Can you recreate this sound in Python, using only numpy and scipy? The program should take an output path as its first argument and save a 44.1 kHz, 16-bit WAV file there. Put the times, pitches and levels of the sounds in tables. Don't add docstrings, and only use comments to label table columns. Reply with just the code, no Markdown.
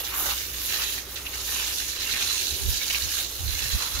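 import sys
import numpy as np
from scipy import signal
from scipy.fft import rfft, irfft
from scipy.io import wavfile
from scipy.ndimage import map_coordinates

SR = 44100
rng = np.random.default_rng(int(sys.argv[2]) if len(sys.argv) > 2 else 0)


def transcribe(signal):
    frames = np.atleast_2d(signal).T
    limited = np.clip(frames, -1, 1)
    pcm = np.round(limited * 32767).astype(np.int16)
    wavfile.write(sys.argv[1], SR, pcm)


N = 176400

# freq_hz, gain_db
THUD_EQ = [(160, -15.5), (320, -3), (430, 1), (560, -3), (850, 1.5), (1000, -2.5), (1500, -26)]
DRUM_EQ = [(600, -23), (850, -9), (1020, -0.5), (1150, 0), (1450, -5), (2000, -8), (3500, -38)]
SPLASH_EQ = [(700, -15), (1300, -15.5), (1750, 2), (2100, -5), (2800, 2), (3300, -6), (4200, -4),
             (8000, -19)]
PATTER_EQ = [(1800, -25), (3000, -2), (3700, 1), (4300, -2.5), (4700, 0), (5300, 0), (5900, 1), (6800, 0),
             (7600, -5), (8400, -11), (9100, -7), (12000, -40)]
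MIST_EQ = [(4000, -30), (7000, -0.5), (8400, -14.5), (9100, -6), (9700, 0.5), (10500, 3), (11700, 5.5),
           (12500, 2.5), (13500, -16), (16000, -30)]
FINE_MIST_EQ = [(9000, -48), (11500, -28), (12600, 4.5), (13600, 8), (14500, 0), (15500, 6.5), (16000, -10)]
AIR_EQ = [(20, -4), (55, 0), (90, 2), (130, -8.5), (220, -11.5), (300, -6), (390, -7), (550, -8.5),
          (800, -23.5), (2000, -12), (8000, -21)]
HOLLOW_EQ = [(300, -30), (365, -8), (393, -1), (420, -12), (500, -29)]
BUFFET_EQ = [(20, -20), (45, 0), (72, 8), (100, -2.5), (135, -16.5), (200, -22), (260, -24.5), (340, -47)]
# freq_hz, left_minus_right_db
SPRAY_BALANCE = [(400, -6), (900, 1), (1700, -5), (2700, -3.5), (4000, -9), (5000, -2.5), (6600, -8),
                 (8200, 2), (9700, 1), (12800, -5.5), (15500, 1)]
# time_s, level_db
COAT_RIDE = [(0.0, -36), (0.02, -42.5), (0.15, -36.5), (0.26, -42.5), (0.31, -33), (0.36, -49), (0.38, -36),
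             (0.48, -45), (0.67, -41.5), (0.69, -35), (0.83, -34.5), (0.97, -44.5), (0.98, -38.5),
             (1.04, -51.5), (1.14, -52), (1.17, -39), (1.24, -52), (1.27, -35.5), (1.28, -46), (1.32, -47),
             (1.35, -37.5), (1.38, -48.5), (1.61, -32), (1.68, -42.5), (1.74, -34.5), (1.76, -53),
             (1.8, -34.5), (1.86, -45), (2.14, -30.5), (2.43, -40.5), (2.49, -56), (2.52, -40.5),
             (2.65, -46), (2.75, -39), (2.76, -41), (2.82, -35.5), (2.87, -49), (2.91, -26.5), (2.92, -42),
             (2.96, -30), (2.99, -42), (3.07, -43), (3.2, -35.5), (3.29, -58), (3.55, -38.5), (3.65, -35),
             (3.69, -39.5), (3.81, -37.5), (3.92, -46.5), (4.0, -37)]
FLOOR_RIDE = [(0.0, -35.5), (0.03, -46), (0.05, -32), (0.09, -43.5), (0.28, -31.5), (0.52, -39),
              (0.76, -31.5), (0.8, -38.5), (0.82, -32.5), (0.98, -37), (1.04, -45), (1.15, -44),
              (1.16, -39.5), (1.25, -45.5), (1.36, -36.5), (1.58, -31), (1.77, -34), (1.78, -31),
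              (1.88, -34.5), (1.89, -31.5), (1.98, -37.5), (2.03, -30), (2.07, -36.5), (2.13, -29.5),
              (2.15, -36.5), (2.22, -29.5), (2.33, -34.5), (2.35, -30.5), (2.66, -35.5), (2.73, -30),
              (2.9, -34), (2.94, -28.5), (2.99, -33.5), (3.21, -31), (3.29, -39), (3.43, -39.5),
              (3.64, -31.5), (3.71, -37), (3.72, -30), (3.77, -35.5), (3.83, -32.5), (3.91, -38.5),
              (3.95, -33), (4.0, -35.5)]
HUM_RIDE = [(0, -49), (.3, -46), (1.9, -48), (2.4, -54), (3.2, -47), (4, -52)]
HOLLOW_RIDE = [(0, -55.5), (2.35, -55.5), (2.5, -49), (2.65, -45), (2.75, -79), (4, -62)]
# time_s, thud_db, drum_db
BODY_RIDE = [(0.0, -40.5, -48), (0.1, -57, -48), (0.12, -53, -40), (0.27, -39, -35.5), (0.29, -37, -39),
             (0.32, -49, -35.5), (0.38, -55, -53), (0.57, -58, -52.5), (0.82, -48, -41.5),
             (0.89, -54.5, -53.5), (1.49, -51, -50), (1.56, -49, -41), (1.86, -58, -55.5), (2.25, -49, -46),
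             (2.29, -55, -45), (2.46, -52, -55), (2.91, -54, -55), (2.93, -64, -44), (3.02, -52, -51),
             (3.16, -57, -48), (3.19, -49, -52), (3.33, -54.5, -56.5), (3.74, -51.5, -51),
             (3.83, -45.5, -38), (3.91, -55, -45), (4.0, -48, -41)]
# time_s, mist_db, fine_mist_db
MIST_RIDE = [(0.0, -39, -41), (0.13, -43, -42), (0.18, -33, -32), (0.3, -36.5, -35), (0.34, -39.5, -38),
             (0.57, -43, -44), (0.62, -36.5, -36), (0.89, -38, -38.5), (0.92, -34.5, -39), (1.07, -53, -52),
             (1.11, -44, -45), (1.22, -46.5, -47), (1.56, -36.5, -39.5), (1.66, -40, -41),
             (1.83, -37.5, -42), (1.99, -45, -47), (2.04, -40.5, -42), (2.36, -38, -41), (2.67, -40.5, -41),
             (2.7, -32.5, -37), (2.75, -40.5, -41), (2.95, -37.5, -38.5), (3.09, -41, -44),
             (3.12, -35.5, -39), (3.23, -40.5, -41), (3.27, -44.5, -45), (3.7, -38, -41), (4.0, -41, -43)]
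# pitch_hz, bandwidth_hz, gain_db
FENCE_MODES = [(1726, 84, -3.5), (2710, 120, -3.5), (3990, 150, 2.5), (4105, 170, 4), (5940, 190, -1.5),
               (6580, 220, -3), (9050, 116, -0.5)]
# time_s, offset_db
FENCE_RIDE = [(0, -17), (.6, -20), (.85, -5.5), (1.3, -15), (1.6, -11.5), (2.05, -10), (2.3, -1.5),
              (2.8, -8.5), (3.2, -6), (3.35, -3), (3.7, -4.5), (4, -3)]
# delay_s, level_db
REFLECTIONS = [(.0013, -12.5), (.0034, -14.5), (.0079, -11.5), (0.0148, -12.5)]
# start_s, level_db, pitch_hz
SLAP_HITS = [(0.836, -20, 3700), (1.1573, -26, 3760), (1.264, -21, 2780), (1.343, -23, 5470),
             (1.5064, -26, 6600), (1.7844, -23, 4140), (1.8946, -34, 4280), (2.1177, -17.5, 3760),
             (2.9023, -26, 2660), (2.9454, -17, 2610), (3.0365, -21, 5500)]
# centre_s, length_s, level_db
BUFFET_SWELLS = [(2.536, 0.044, -37.5), (2.679, 0.072, -26), (2.766, 0.035, -36.5), (3.051, 0.042, -38.5),
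                 (3.453, 0.075, -30), (3.543, 0.03, -34), (3.65, 0.085, -33.5), (3.753, 0.022, -20.5),
                 (3.99, 0.084, -35.5)]

LAG_S, LAG_SPREAD_S = .00075, .00007
SLUG_HZ, SLUG_DB = 66.5, 0.84
SPLAT_T60_S, SPLAT_DB, YARD_T60_S, YARD_DB = .005, -2.5, 0.067, -7
LOW_BALANCE_DB, TOP_HZ = -1.5, 15700


def amp(db):
    return 10 ** (np.asarray(db) / 20)


def unit(x):
    return x / np.sqrt(np.mean(np.atleast_2d(x).mean(axis=0) ** 2))


def pan(db):
    return amp(np.array([[1], [-1]]) * db / 2)


def ride(table, column=1):
    rows = np.array(table)
    return np.interp(np.arange(N) / SR, rows[:, 0], rows[:, column])


def per_bin(points):
    hz, value = np.array(points, float).T
    return np.interp(np.log(np.arange(N // 2 + 1) * SR / N + 1), np.log(hz), value)


def colour(x, eq, balance_db):
    return unit(irfft(rfft(x) * amp(per_bin(eq)) * pan(balance_db), N))


def wander(hz, size=1800):
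    rolloff = 1 + (np.arange(size // 2 + 1) * SR / N / hz) ** 4
    slow = irfft(rfft(rng.standard_normal(size)) / rolloff, size)
    return np.interp(np.arange(N) * size / N, np.arange(size), slow / slow.std())


def tail(x, t60_s):
    keep = np.exp(-2 * np.log(1000) / (t60_s * SR))
    energy = signal.lfilter([1 - keep], [1, -keep], x ** 2 + 1e-18)
    return np.sqrt(energy) * rng.standard_normal((2, N))


def wide_noise(width):
    mid, side = rng.standard_normal((2, N))
    return mid + width * side * np.array([[1], [-1]])


def drops(per_s, spread_db, lag_s=LAG_S):
    hits = np.flatnonzero(rng.random(N) < per_s / SR)
    size, sign, place = rng.standard_normal((3, N))[:, hits]
    push = np.sign(sign) * amp(spread_db * np.minimum(size, 1.8))
    lag = np.round((lag_s + LAG_SPREAD_S * place) * SR).astype(int)
    clicks = np.array([np.bincount(hits, push, N), np.bincount((hits + lag) % N, push, N)])
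    return clicks + amp(SPLAT_DB) * tail(clicks, SPLAT_T60_S) + amp(YARD_DB) * tail(clicks, YARD_T60_S)


def spray(eq, slugs_db, per_s, spread_db, flicker_db, lag_s=LAG_S):
    cloud = drops(per_s, spread_db, lag_s) * amp(slugs_db + flicker_db * wander(SLUG_HZ))
    return colour(cloud, eq, per_bin(SPRAY_BALANCE))


def body_drumming(slugs_db):
    thud = spray(THUD_EQ, slugs_db, per_s=1000, spread_db=3.5, flicker_db=1.8, lag_s=0)
    drum = spray(DRUM_EQ, slugs_db, per_s=700, spread_db=-1, flicker_db=0.7)
    return thud * amp(ride(BODY_RIDE) - 2.5) + drum * amp(ride(BODY_RIDE, column=2) - .3)


def coat_splash(slugs_db):
    splash = spray(SPLASH_EQ, slugs_db, per_s=750, spread_db=5, flicker_db=1)
    return splash * amp(ride(COAT_RIDE) - 1.2)


def floor_patter(slugs_db):
    patter = spray(PATTER_EQ, slugs_db, per_s=5000, spread_db=1.5, flicker_db=.5)
    return patter * amp(ride(FLOOR_RIDE) - 1.7)


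def mist(slugs_db):
    hiss = spray(MIST_EQ, slugs_db, per_s=9200, spread_db=7, flicker_db=-0.3)
    sizzle = spray(FINE_MIST_EQ, slugs_db, per_s=6600, spread_db=5, flicker_db=-0.3)
    return hiss * amp(ride(MIST_RIDE) - .3) + sizzle * amp(ride(MIST_RIDE, column=2) - .3)


def fence_ring(slugs_db):
    strikes = drops(per_s=1000, spread_db=10)
    ring = sum(amp(db) * signal.lfilter(*signal.iirpeak(hz, hz / width, fs=SR), strikes)
               for hz, width, db in FENCE_MODES)
    return unit(ring * pan(-11.5)) * amp(ride(FLOOR_RIDE) + ride(FENCE_RIDE) + slugs_db)


def bubbles(count=1100, low_hz=2080, high_hz=4410, decay_cycles=16.5, spread_db=2.5, glide=0.022):
    t = np.arange(SR // 40) / SR
    out = np.zeros((2, N + len(t)))
    for when, pitch, chance, side in rng.random((count, 4)):
        hz, start = low_hz * (high_hz / low_hz) ** pitch, int(when * N)
        cycles = np.maximum(t - np.array([[0], [LAG_S * 2 * side]]), 0) * hz
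        bend = 1 + glide * np.tanh(cycles / decay_cycles / 2)
        ring = np.sin(2 * np.pi * cycles * bend) * np.exp(-cycles / decay_cycles)
        out[:, start:start + len(t)] += ring * amp(-spread_db * np.log(chance + 1 / 50))
    return unit(out[:, :N] * pan(-3.5)) * amp(ride(COAT_RIDE) - 7)


def shifting_colour(water, bands=18, rate_hz=14, depth_db=1.18):
    place = per_bin([(400, 0), (TOP_HZ, bands - 1)])
    spectrum, out = rfft(water), 0
    for k in range(bands):
        band = irfft(spectrum * np.maximum(1 - abs(place - k), 0), N)
        out = out + band * amp(depth_db * (1.5 - k / bands / 2) * wander(rate_hz))
    return out


def near_reflections(water, aim_hz=1.23, sway_s=.00007):
    out = water.copy()
    for delay_s, db in REFLECTIONS:
        for side in range(2):
            lag = (delay_s * (1 + .1 * side) + sway_s * wander(aim_hz)) * SR
            echo = map_coordinates(water[side], [np.arange(N) - lag], order=3, mode="mirror")
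            out[side] += amp(db) * echo
    return out / np.sqrt(1 + sum(amp(db) ** 2 for _, db in REFLECTIONS))


def motor_hum(pitch_hz=59.7, waver_db=2):
    hz = pitch_hz * (1 + 0.029 * wander(7.4))
    hum = np.sqrt(2) * np.sin(2 * np.pi * np.cumsum(hz) / SR)
    return hum * amp(ride(HUM_RIDE) + waver_db * wander(6)) * pan(LOW_BALANCE_DB)


def open_air(level_db=-44.5):
    return amp(level_db) * colour(wide_noise(0.28), AIR_EQ, LOW_BALANCE_DB)


def hollow_tone():
    return colour(wide_noise(0.22), HOLLOW_EQ, balance_db=-3.9) * amp(ride(HOLLOW_RIDE))


def slaps(trim_db=-9, attack_s=.00046, decay_s=.009):
    t, out = np.arange(N) / SR, 0
    for start_s, db, hz in SLAP_HITS:
        age = np.maximum(t - start_s, 0)
        envelope = (1 - np.exp(-age / attack_s)) * np.exp(-age / decay_s)
        b, a = signal.iirpeak(hz, Q=4, fs=SR)
        burst = signal.lfilter(b, a, signal.lfilter(b, a, rng.standard_normal((2, N))))
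        out = out + unit(burst) * amp(db + trim_db) * envelope
    return out * pan(-5)


def buffets():
    t = np.arange(N) / SR
    swells = sum(amp(db) * np.exp(-2 * ((t - centre_s) / length_s) ** 2)
                 for centre_s, length_s, db in BUFFET_SWELLS)
    return colour(wide_noise(0.84), BUFFET_EQ, balance_db=-7) * swells


def scene():
    slugs_db = SLUG_DB * wander(SLUG_HZ)
    water = (body_drumming(slugs_db) + coat_splash(slugs_db) + floor_patter(slugs_db)
             + mist(slugs_db) + fence_ring(slugs_db) + bubbles())
    jet = near_reflections(shifting_colour(water))
    return jet + motor_hum() + open_air() + hollow_tone() + slaps() + buffets()


def record(dry):
    return signal.sosfilt(signal.ellip(12, .1, 80, TOP_HZ, fs=SR, output="sos"), dry)


dry = scene()
out = record(dry)
transcribe(out)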